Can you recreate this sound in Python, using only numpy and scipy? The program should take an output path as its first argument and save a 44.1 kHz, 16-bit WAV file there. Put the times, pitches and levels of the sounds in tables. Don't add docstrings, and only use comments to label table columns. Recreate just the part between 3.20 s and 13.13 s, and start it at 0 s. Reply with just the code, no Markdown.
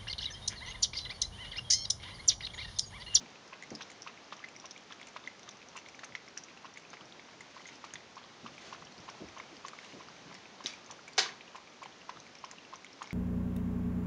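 import sys
import numpy as np
from scipy import signal
from scipy.fft import rfft, irfft, next_fast_len
from scipy.io import wavfile
from scipy.ndimage import map_coordinates

SR = 44100
rng = np.random.default_rng(int(sys.argv[2]) if len(sys.argv) > 2 else 0)


def unload_audio(sound):
    columns = np.transpose(np.atleast_2d(sound))
    steps = np.round(np.clip(columns, -1, 1) * 32767)
    wavfile.write(sys.argv[1], SR, steps.astype(np.int16))


def convert_level_to_amplitude(level_db):
    exponent = np.asarray(level_db, float) / 20
    return 10 ** exponent


N = 437913

# start in seconds, peak level in dB, pitch in Hz, t60 in ms.
TONGUE_SLAPS = [(0.6084, -29.5, 1600, 2.1), (1.1241, -30, 1120, 5.6), (1.7075, -38.5, 1210, 5.1),
                (1.9629, -29, 1020, 6), (2.278, -44, 1220, 8.8), (2.8338, -30.5, 1430, 2),
                (3.172, -39, 1640, 6.3), (3.732, -33.5, 1110, 2.6), (4.085, -52, 1110, 15),
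                (4.641, -34.5, 1130, 7.7), (5.262, -34, 1120, 5.9), (5.5263, -36, 1060, 17),
                (6.449, -37.5, 1100, 24), (6.807, -45, 1090, 17), (7.114, -49, 1060, 19),
                (7.405, -41.5, 1050, 16), (7.7037, -38.5, 1040, 7.3), (8.8928, -31.5, 1015, 12),
                (9.24, -38, 1056, 18.5)]
# start in seconds, peak level in dB, pitch in Hz, t60 in ms.
TONGUE_SLIDES = [(0.334, -43, 1210, 4.9), (0.8723, -35.5, 1230, 7.4), (1.45, -39, 1160, 3.1),
                 (2.562, -39, 1100, 5.6), (3.453, -37.5, 1090, 6.7), (4.373, -42, 1150, 4.9),
                 (4.9762, -41.5, 1120, 11), (5.888, -38, 1050, 11), (6.173, -40.5, 1080, 12),
                 (8.3553, -36, 1030, 8.3), (8.6266, -38, 1080, 12), (9.5353, -37.5, 1060, 16),
                 (9.8182, -32.5, 1160, 8.8)]
# start in seconds, peak level in dB, pitch in Hz, t60 in ms.
WATER_COLUMNS = [(0.4245, -41.5, 2040, 11), (0.4357, -43, 2120, 15), (0.7004, -45.5, 2200, 9.5),
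                 (.975, -46, 2220, 7), (1.2432, -37, 2050, 13), (1.2398, -39.5, 2000, 9),
                 (1.562, -46.5, 2340, 13), (1.814, -43, 2180, 9.4), (2.0743, -35.5, 2064, 20),
                 (2.6616, -46, 2150, 11), (2.9514, -31, 2090, 11), (3.2846, -43.5, 2170, 5.5),
                 (3.5725, -39.5, 2220, 9), (3.995, -43, 2150, 5.9), (4.207, -45.5, 2100, 22),
                 (4.4556, -45.5, 2080, 23), (4.4889, -39.5, 2130, 5.6), (4.7558, -39, 2000, 11),
                 (5.3797, -45.5, 2360, 8.7), (6.2002, -41, 2220, 14), (6.588, -39.5, 2150, 8.8),
                 (7.151, -39.5, 2040, 3.6), (7.5363, -45, 2400, 17), (7.878, -47.5, 2320, 28),
                 (8.209, -43, 2430, 7), (8.4738, -49, 2300, 10), (9.153, -47.5, 2360, 7.8),
                 (9.3837, -44, 2800, 9.2), (9.6455, -42.5, 2240, 9), (9.8733, -48, 2200, 12),
                 (9.907, -37.5, 2230, 9.8)]


def unit(x):
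    return x / np.sqrt(np.mean(x ** 2) + 1e-20)


def along(points, hz):
    f, v = np.transpose(points)
    return np.interp(np.log(hz + 1), np.log(f + 1), v)


def curve(rows):
    return np.interp(np.arange(N) / SR, *np.transpose(rows))


def wobble(rate):
    knots = rng.standard_normal(int(N * rate / SR) + 4)
    return map_coordinates(knots, [np.arange(N) * rate / SR])


def coloured(x, spectrum):
    m = 2 * next_fast_len(N // 2 + 8192)
    gain = convert_level_to_amplitude(along(spectrum, np.fft.rfftfreq(m, 1 / SR)))
    cepstrum = irfft(np.log(gain + 1e-6), m)
    cepstrum[1:m // 2] *= 2
    cepstrum[m // 2 + 1:] = 0
    return irfft(rfft(x, m) * np.exp(rfft(cepstrum)), m)[:N]


def laid(s, shapes):
    at = np.round(s * SR).astype(int)[:, None] + np.arange(shapes.shape[1])
    return np.bincount(at.ravel(), shapes.ravel(), N + SR)[:N]


def pockets(s, db, hz, t60, rise, attack, size):
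    t = np.arange(size) / SR
    hz = hz[:, None]
    age = t / (np.abs(t60[:, None]) + 1e-4)
    turns = hz * t * (1 + rise * np.minimum(age, 1))
    onset = 1 - np.exp(-t * hz / attack)
    return laid(s, convert_level_to_amplitude(db[:, None] - 60 * age ** 1.316) * onset * np.sin(2 * np.pi * turns))


def puffs(s, db, hz, t60, width, rise_s, size):
    t, f = np.arange(size) / SR, np.fft.rfftfreq(size, 1 / SR)
    hz = hz[:, None]
    resonance = 1j * f * hz / (hz ** 2 - f ** 2 + 1j * f * hz * width)
    noise = irfft(rfft(rng.standard_normal((len(s), size))) * resonance, size)
    noise /= noise.std(axis=1, keepdims=True)
    decay = convert_level_to_amplitude(db[:, None] - 60 * (t / t60[:, None]) ** 1.294)
    return laid(s, noise * decay * (1 - np.exp(-t / rise_s)))


def splash(s, db, hz, spread_s, spread_tone, cycles, count):
    lag, tone, strength = rng.standard_normal((len(s), 3, count)).transpose(1, 0, 2)
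    small_s = np.clip(s[:, None] + spread_s * (1.1 + lag), 0, N / SR).ravel()
    small_hz = np.clip(hz[:, None] * np.exp(spread_tone * tone), 500, 9900).ravel()
    small_db = (db[:, None] + 3 * strength).ravel()
    return pockets(small_s, small_db, small_hz, cycles / small_hz, rise=0.063, attack=0.34, size=600)


def spit(s, db, t60):
    burst = convert_level_to_amplitude(db[:, None] - 60 * np.arange(500) / SR / t60)
    return laid(s, burst * rng.standard_normal(burst.shape))


def strokes():
    # start in seconds, peak level in dB, pitch in Hz.
    falling = [(0.8748, -37.5, 2600), (2.9516, -41, 3200), (0.3313, -42, 2620), (0.506, -47, 2080),
               (1.286, -45, 2560), (1.3635, -46.5, 2200), (1.723, -41.5, 3400), (1.829, -43, 3330),
               (2.0628, -48, 3620), (2.1941, -54, 2170), (2.29, -41.5, 3620), (2.5702, -47, 2070),
               (2.576, -41.5, 2670), (2.687, -46.5, 2310), (2.9225, -46, 2050), (2.9554, -45, 2050),
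               (3.0784, -47, 2160), (3.174, -41.5, 2700), (3.374, -47.5, 2710), (3.8093, -46, 3050),
               (3.9233, -45, 3680), (4.52, -50, 2100), (5.8943, -49, 2210), (6.4828, -49, 3060),
               (6.6474, -46.5, 2750), (6.729, -50, 2900), (7.2558, -45.5, 2530), (8.2788, -47, 2820),
               (8.635, -45, 2310), (8.8162, -48, 2780)]
    # start in seconds, pitch in Hz.
    faintest = [(0.061, 2350), (0.157, 2580), (0.882, 2670), (1.1927, 3010), (1.4542, 3820), (1.51, 3730),
                (1.578, 3280), (1.798, 2400), (2.0398, 3620), (2.231, 3700), (2.417, 2500), (2.746, 2370),
                (3.651, 2540), (4.7066, 2970), (5.67, 3040), (6.7239, 2280), (9.066, 2290), (9.45, 2750),
                (9.666, 3200), (6.085, 2400), (1.119, 3600), (1.128, 3500), (2.428, 2500), (5.266, 3000),
                (5.891, 3100), (8.658, 3000), (2.794, 3900)]
    # start in seconds, peak level in dB, pitch in Hz.
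    late_pockets = [(1.2018, -41.5, 1210), (1.724, -41.5, 1820), (2.7916, -38.5, 1830), (4.405, -46, 1090),
                    (4.737, -38.5, 1750), (5.547, -39, 1230), (5.6227, -39, 1130), (6.1987, -36.5, 1110),
                    (6.483, -38, 1840), (6.533, -37.5, 1200), (6.885, -43, 1230), (8.6579, -37.5, 940),
                    (8.971, -42, 1260), (9.3125, -41.5, 1750), (9.8408, -41, 950)]
    # start in seconds, peak level in dB, pitch in Hz, t60 in ms.
    loose_parts = [(7.446, -38, 296, 21), (7.455, -39.5, 380, 12), (7.4598, -26.5, 3830, 5.8),
                   (7.4598, -36, 6300, 3.7), (7.981, -38, 420, 92), (7.982, -35.5, 750, 43),
                   (7.9922, -20.5, 3700, 4.5), (7.9918, -22, 5000, 6), (7.987, -28, 5000, 9.8),
                   (7.467, -41, 6200, 21), (7.984, -31, 1600, 14), (8.051, -41, 2000, 13),
                   (8.06, -40.5, 1150, 30), (8.091, -40, 1900, 14)]
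    drop_cycles, burp_cycles = 19.2, 8.6
    crown_db, crown_pitch = -15, 1.65

    listed = TONGUE_SLAPS + TONGUE_SLIDES
    s, db, hz, ms = np.transpose(listed)
    lag, tone, strength = rng.standard_normal((len(s), 3)).T
    edge_db = -48 + 0.69 * (db + 35.5) + 2 * strength
    edge = [s + .004 + 0.0011 * lag, edge_db, 2710 * np.exp(0.094 * tone), 5.2 + 0 * s]
    gurgle = [(s - .0085, -45, 1050, 24) for s, *_ in TONGUE_SLIDES]
    crown = [(s, db + crown_db, crown_pitch * hz, 1000 * drop_cycles / hz / crown_pitch)
             for s, db, hz, _ in WATER_COLUMNS]
    all_drops = falling + [(s, -48, hz) for s, hz in faintest]
    drops = [(s, db, hz, 1000 * drop_cycles / hz) for s, db, hz in all_drops]
    burps = [(s, db, hz, 1000 * burp_cycles / hz) for s, db, hz in late_pockets]
    rows = listed + WATER_COLUMNS + loose_parts + gurgle + crown + drops + burps
    return np.hstack([np.transpose(rows), edge])


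def lapping():
    s, db, hz, ms = strokes()
    ring = pockets(s, db + 3, hz * .97, ms / 1000, rise=.06, attack=.6, size=1400)
    skin = spit(s, db - 14.0 + 5 * np.log2(hz / 3000), t60=0.011)
    slop = puffs(s, db - 14, 0.94 * hz, 0.033 + 0 * s, width=0.45, rise_s=0.0014, size=3000)
    thrown = splash(s, db - 19, 1.54 * hz, spread_s=0.0054, spread_tone=0.33, cycles=8.4, count=12)
    return ring + skin + slop + thrown


def wake():
    s, db, *_ = np.transpose(TONGUE_SLAPS + TONGUE_SLIDES)
    s = s + .0035
    db = -53.5 + 0.64 * (db + 36.0)
    hz = 3000 + 0 * s
    sheet = puffs(s, db, hz, 0.028 + 0 * s, width=.8, rise_s=0.002, size=2000)
    return sheet + splash(s, db + 3.0, hz, spread_s=.004, spread_tone=.25, cycles=7, count=4)


def films():
    # start in seconds, peak level in dB, pitch in Hz.
    lip_films = [(0.5046, -39, 5800), (0.551, -31, 5030), (0.6208, -34.5, 3640), (0.6222, -39, 5740),
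                 (0.8206, -34.5, 5600), (1.3633, -40, 5700), (1.3994, -38.5, 5700), (1.4568, -37.5, 5960),
                 (1.5095, -35, 5480), (1.7239, -43, 5770), (2.2904, -39.5, 6070), (2.486, -43, 6000),
                 (2.5882, -42.5, 6070), (3.1755, -28, 5860), (3.237, -38, 5870), (3.7029, -43, 6330),
                 (4.4683, -43, 6460), (4.4764, -39, 6600), (4.556, -43, 5440), (4.756, -35, 3450),
                 (5.8996, -39, 5560), (6.4636, -41, 6030), (6.4836, -40.5, 4480), (7.6619, -43, 6420),
                 (7.7109, -37, 5900), (9.247, -39, 5430), (9.3128, -44, 4820), (9.5573, -41.5, 6060),
                 (9.8732, -43.5, 5380)]
    # start in seconds, peak level in dB, lower pitch in Hz.
    lip_smacks = [(0.278, -50, 6600), (0.4242, -45, 6700), (0.4353, -45, 7190), (0.5518, -44, 6550),
                  (0.7027, -41, 7400), (1.8703, -43, 7250), (2.568, -43, 7250), (2.845, -35.5, 6300),
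                  (3.574, -45, 6900), (4.207, -43, 6960), (4.7372, -33, 6560), (6.484, -44, 7240),
                  (7.143, -47, 7190), (7.5356, -47, 6800), (7.881, -44, 7040), (8.635, -49, 7100),
                  (9.313, -40, 7100), (9.6456, -46, 7020), (9.827, -38, 6800), (1.577, -48, 7300),
                  (2.686, -48, 7300), (7.933, -49, 7200)]
    # start in seconds, level
    # in dB, lower pitch in Hz.
    more_smacks = [(0.7165, -59, 7360), (1.2876, -61, 7300), (1.814, -61, 7470), (1.8838, -62, 7320),
                   (2.1941, -66, 7390), (2.2908, -58, 7320), (2.5639, -63, 7690), (2.5698, -53.5, 7320),
                   (3.175, -55, 7320), (3.5798, -61, 7450), (3.5971, -66, 7470), (4.2134, -63, 7300),
                   (4.649, -59, 7490), (6.483, -53, 7340), (6.6461, -63, 7280), (7.712, -57, 7410),
                   (7.8798, -57, 7410), (8.3626, -61, 7390), (8.6327, -60, 7320), (9.3126, -57, 7300)]
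    # start in seconds, peak level in dB, pitch in Hz.
    thin_skins = [(0.2774, -49, 5230), (0.5194, -51, 4500), (0.8417, -53, 5510), (1.0432, -51, 5040),
                  (1.0785, -53, 5250), (1.1406, -52, 5990), (1.5173, -48, 6050), (2.1944, -50, 5840),
                  (2.3707, -50, 6070), (2.7515, -48, 6050), (2.7924, -49, 6220), (3.3735, -52, 5100),
                  (3.7312, -50, 5100), (3.8554, -48, 5600), (4.4444, -51, 4370), (4.4848, -49, 6400),
                  (4.4932, -51, 6610), (4.9568, -48, 5400), (5.0394, -53, 4590), (5.8024, -47, 5560),
                  (6.8283, -51, 5620), (7.1425, -47, 5250), (7.4685, -32, 5020), (7.6453, -51, 5380),
                  (8.3702, -50, 5190), (8.8114, -51, 5210), (9.8351, -51, 6610), (9.8416, -51, 5430)]
    # start in seconds, pitch in Hz.
    whisker_beads = [(1.886, 6160), (2.074, 6290), (2.2315, 5940), (2.576, 5860), (2.661, 3550),
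                     (3.0842, 5430), (3.1884, 5300), (3.5395, 5760), (5.5384, 5600), (5.6507, 5600),
                     (5.723, 4260), (5.78, 4820), (6.087, 5700), (6.1844, 6150), (6.3675, 4800),
                     (6.4708, 6040), (6.8856, 4800), (7.1495, 5340), (7.4407, 5460), (7.72, 6630),
                     (7.933, 4800), (7.972, 5810), (8.207, 3200), (8.8941, 5430), (9.001, 6100),
                     (9.187, 5360), (9.1525, 5430), (9.73, 5300), (1.167, 5800), (2.31, 5600),
                     (2.954, 5600), (2.686, 5700)]

    smacks = lip_smacks + [(s, db + 13, hz) for s, db, hz in more_smacks]
    upper = [(s, db + 0.5, 8800) for s, db, hz in smacks]
    skins = [(s, db + 1, hz) for s, db, hz in thin_skins]
    beads = [(s, -44.5, hz) for s, hz in whisker_beads]
    s, db, hz = np.transpose(lip_films + smacks + upper + skins + beads)
    tick_db = db - 1.5 + 3.5 * (hz > 6900)
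    tick = pockets(s, tick_db, hz, .0052 + 0 * hz, rise=0.0054, attack=0.79, size=700)
    burst = spit(s, db - 8.0 + 6 * np.log2(hz / 6000), t60=0.025)
    treble = np.diff(burst, n=2, prepend=[0, 0])
    stutter = splash(s + .002, db - 14, hz, spread_s=.003, spread_tone=.06, cycles=24, count=5)
    return tick + treble + stutter


def droplets():
    # start in seconds, peak level in dB, pitch in Hz.
    low_gulps = [(0.5991, -48, 930), (0.8943, -48, 1010), (2.0399, -48, 1160), (2.2862, -47, 1180),
                 (2.5737, -48, 950), (3.2269, -50, 1510), (3.484, -50, 1100), (3.8095, -48, 1140),
                 (3.8157, -47, 1310), (5.0441, -49, 1060), (5.2531, -47, 1080), (5.2827, -46, 1160),
                 (5.9489, -47, 840), (5.9767, -48, 1030), (6.4433, -45, 1180), (6.6618, -49, 1060),
                 (6.8009, -48, 1030), (6.9009, -48, 980), (7.6928, -48, 1030), (7.7913, -46, 1360),
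                 (7.8786, -48, 1530), (8.1369, -49, 970), (8.3809, -45, 1010), (8.9612, -48, 1230),
                 (9.33, -48, 1010)]
    # start in seconds, peak level in dB, pitch in Hz.
    thrown_drops = [(0.3371, -45, 2050), (0.7159, -48, 2000), (0.8888, -47, 2630), (0.8946, -49, 2070),
                    (1.3528, -47, 2150), (1.3984, -47, 3620), (1.5177, -48, 3700), (1.8714, -47, 2350),
                    (1.8829, -49, 2110), (2.0501, -48, 2020), (2.4271, -46, 3450), (2.5644, -42, 2610),
                    (2.5864, -42, 2690), (2.614, -48, 2070), (3.304, -48, 2280), (3.5599, -44, 2070),
                    (3.7503, -48, 2020), (3.7694, -45, 2110), (4.397, -46, 2000), (4.4087, -48, 2070),
                    (4.6623, -49, 2240), (4.9898, -49, 3010), (5.0305, -47, 3210), (5.0395, -46, 3680),
                    (5.2778, -48, 2220), (6.1817, -43, 3100), (6.3676, -47, 2820), (6.6911, -51, 2780),
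                    (6.9649, -45, 2350), (7.473, -40, 3810), (7.4973, -42, 2280), (7.505, -44, 2280),
                    (7.8883, -47, 2280), (8.1231, -45, 2000), (8.3622, -48, 2300), (8.3704, -48, 2930),
                    (8.639, -43, 2330), (8.6524, -47, 2130), (8.7246, -47, 3100), (8.971, -47, 3550),
                    (9.0018, -46, 3900), (9.2483, -45, 2860), (9.5461, -49, 2200), (9.8427, -45, 2200),
                    (9.8585, -49, 3060)]
    gulps = [(s, db + 1.5, hz) for s, db, hz in low_gulps]
    drops = [(s, db + 0.5, hz) for s, db, hz in thrown_drops]
    s, db, hz = np.transpose(gulps + drops)
    ring = pockets(s, db, hz, 16 / hz, rise=.04, attack=.9, size=1200)
    return ring + puffs(s, db - 14.5, hz, 0.022 + 0 * s, width=.4, rise_s=.0012, size=1500)


def afterdrips():
    s, db, hz, _ = np.transpose(WATER_COLUMNS)
    return splash(s, db / 2 - 35.5, hz, spread_s=.022, spread_tone=.12, cycles=17.6, count=3)


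def spray(count=5000):
    tone, strength = rng.standard_normal((count, 2)).T
    s = rng.uniform(0, N / SR, count)
    hz = np.clip(2200 * np.exp(0.644 * tone), 600, 9800)
    since = s[:, None] - np.transpose(TONGUE_SLAPS + TONGUE_SLIDES)[0]
    stir = np.sum(np.exp(-np.abs(since) / np.where(since > 0, .03, .012)), axis=1)
    calm_db = -65.5
    db = calm_db + 4 * np.clip(strength, -2, 3) + 20 * np.log10(1 + 4 * stir)
    return pockets(s, db, hz, 12 / hz, rise=0.084, attack=0.84, size=500)


def fizz(count=170):
    when, size = rng.uniform(0, 1, (count, 2)).T
    ticks = spit(when * N / SR, -56 - 1.5 * np.log(size + .08), t60=0.015)
    return np.diff(ticks, prepend=0)


def snap(steps, colour):
    s, db, ms = np.transpose(steps)[:, :, None]
    t = np.arange(3000) / SR
    envelope = convert_level_to_amplitude(db - 60000 * t / ms) * (1 - np.exp(-t / 0.00063))
    cracks = envelope * np.sign(rng.standard_normal((len(s), len(t))))
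    return coloured(laid(s[:, 0], cracks), colour)


def small_snap():
    # start in seconds, level in dB, t60 in ms.
    steps = [
        (7.439, -45.5, 59),
        (7.4597, -31.5, 12),
        (7.467, -33.5, 23),
        (7.477, -52, 27),
    ]
    # frequency in Hz, level in dB per Hz.
    colour = [(150, -30), (400, -24), (900, -3), (1800, -1), (3700, -1), (6100, -1), (10000, 1)]
    return convert_level_to_amplitude(2.5) * snap(steps, colour)


def big_snap():
    # start in seconds, level in dB, t60 in ms.
    steps = [
        (7.9788, -24.5, 120),
        (7.983, -28, 30),
        (7.9875, -28, 30),
        (7.992, -25, 14),
        (8.001, -27, 22),
    ]
    # frequency in Hz, level in dB per Hz.
    colour = [(150, -29), (400, -9), (600, -18), (760, -5.5), (1100, -12), (1600, -4), (2450, -8.5),
              (4000, -5), (6300, -8.5), (10000, -8)]
    return convert_level_to_amplitude(11.5) * snap(steps, colour)


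def grip():
    # start in seconds, level in dB, resonance in Hz, t60 in ms.
    shifts = [(0.0, -51, 210, 210), (0.503, -41, 236, 200), (4.73, -57, 150, 210), (5.226, -43.5, 222, 134),
              (5.29, -56, 150, 270), (5.6, -56, 150, 210), (5.77, -52.5, 178, 220),
              (6.001, -41.5, 294, 180), (6.015, -55.5, 70, 390), (6.31, -53.5, 303, 230),
              (6.721, -52.5, 207, 230), (6.729, -48, 376, 190), (7.054, -49, 201, 210),
              (8.949, -55, 151, 200), (0.51, -50, 520, 120), (2.9, -56, 150, 220), (3.8, -57, 150, 200),
              (5.56, -60, 65, 250), (5.78, -60, 65, 250)]
    s, db, hz, ms = np.transpose(shifts)
    rubbing = puffs(s, db + 2.5, hz, ms / 1000, width=0.46, rise_s=0.011, size=11000)
    return coloured(rubbing, [(30, -11), (120, -1.5), (700, -1), (1500, -9), (8000, -74)])


def rustle():
    # centre in seconds, level in dB, half length in seconds.
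    brushes = [
        (4.46, -62, 0.21),
        (0.065, -62.5, 0.09),
        (5.44, -59, 0.15),
        (6.67, -57.5, 0.11),
    ]
    # frequency in Hz, level in dB per Hz.
    cloth = [(600, -24.5), (1500, -2), (3000, -3), (5500, -7.5), (9000, -5)]
    t = np.arange(N) / SR
    level = convert_level_to_amplitude(-74) + sum(convert_level_to_amplitude(db) * np.exp(-((t - s) / half) ** 2) for s, db, half in brushes)
    return level * convert_level_to_amplitude(2.9 * wobble(60)) * unit(coloured(rng.standard_normal(N), cloth))


def room(x):
    # frequency in Hz, t60 in seconds.
    decay_times = [(250, 0.53), (1000, 0.41), (3000, 0.33), (6000, 0.27), (10000, 0.2)]
    hz, t, z = signal.stft(rng.standard_normal(SR // 2), SR, nperseg=256)
    decay = convert_level_to_amplitude(-60 * t / along(decay_times, hz)[:, None])
    tail = signal.istft(z * decay, SR, nperseg=256)[1]
    delayed = np.pad(x, (220, 0))
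    return signal.fftconvolve(delayed, tail / np.linalg.norm(tail))[:N]


def hiss():
    # time in seconds, level in dB.
    levels = [
        (0.0, -54.5),
        (3.57, -55.5),
        (6.53, -53.5),
        (9.26, -55.5),
        (9.93, -55),
    ]
    # frequency in Hz, level in dB per Hz.
    air = [(15, -37), (25, -31.5), (43, -15.5), (125, -1.5), (218, 2.5), (1010, -1.5), (1670, -5),
           (2150, -5), (6190, -10), (7200, -19), (8050, -36), (8600, -31.5), (9260, -33), (10200, -49.5),
           (13300, -79), (22000, -120)]
    level = convert_level_to_amplitude(curve(levels) - 0.5 + 0.48 * wobble(6))
    return level * unit(coloured(rng.standard_normal(N), air))


def scene():
    # frequency in Hz, gain in dB.
    microphone = [(40, -27.5), (130, 0), (6200, 5), (7100, -2), (8000, -20.5), (8700, -15), (9500, -23),
                  (10150, -35.5), (10450, -81.5)]
    cat = lapping() + films() + spray() + fizz() + afterdrips() + droplets() + wake()
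    small, big = small_snap(), big_snap()
    near = convert_level_to_amplitude(-16) * room(cat)
    far = convert_level_to_amplitude(1.5) * room(small) + convert_level_to_amplitude(-5) * room(big)
    airborne = coloured(cat + near + small + big + far + rustle(), microphone)
    return (airborne + grip() + hiss())[None]


def roll_off(x):
    return signal.sosfilt(signal.butter(12, 10390, fs=SR, output="sos"), x)


def record(dry):
    return roll_off(dry)


dry = scene()
out = record(dry)
unload_audio(out)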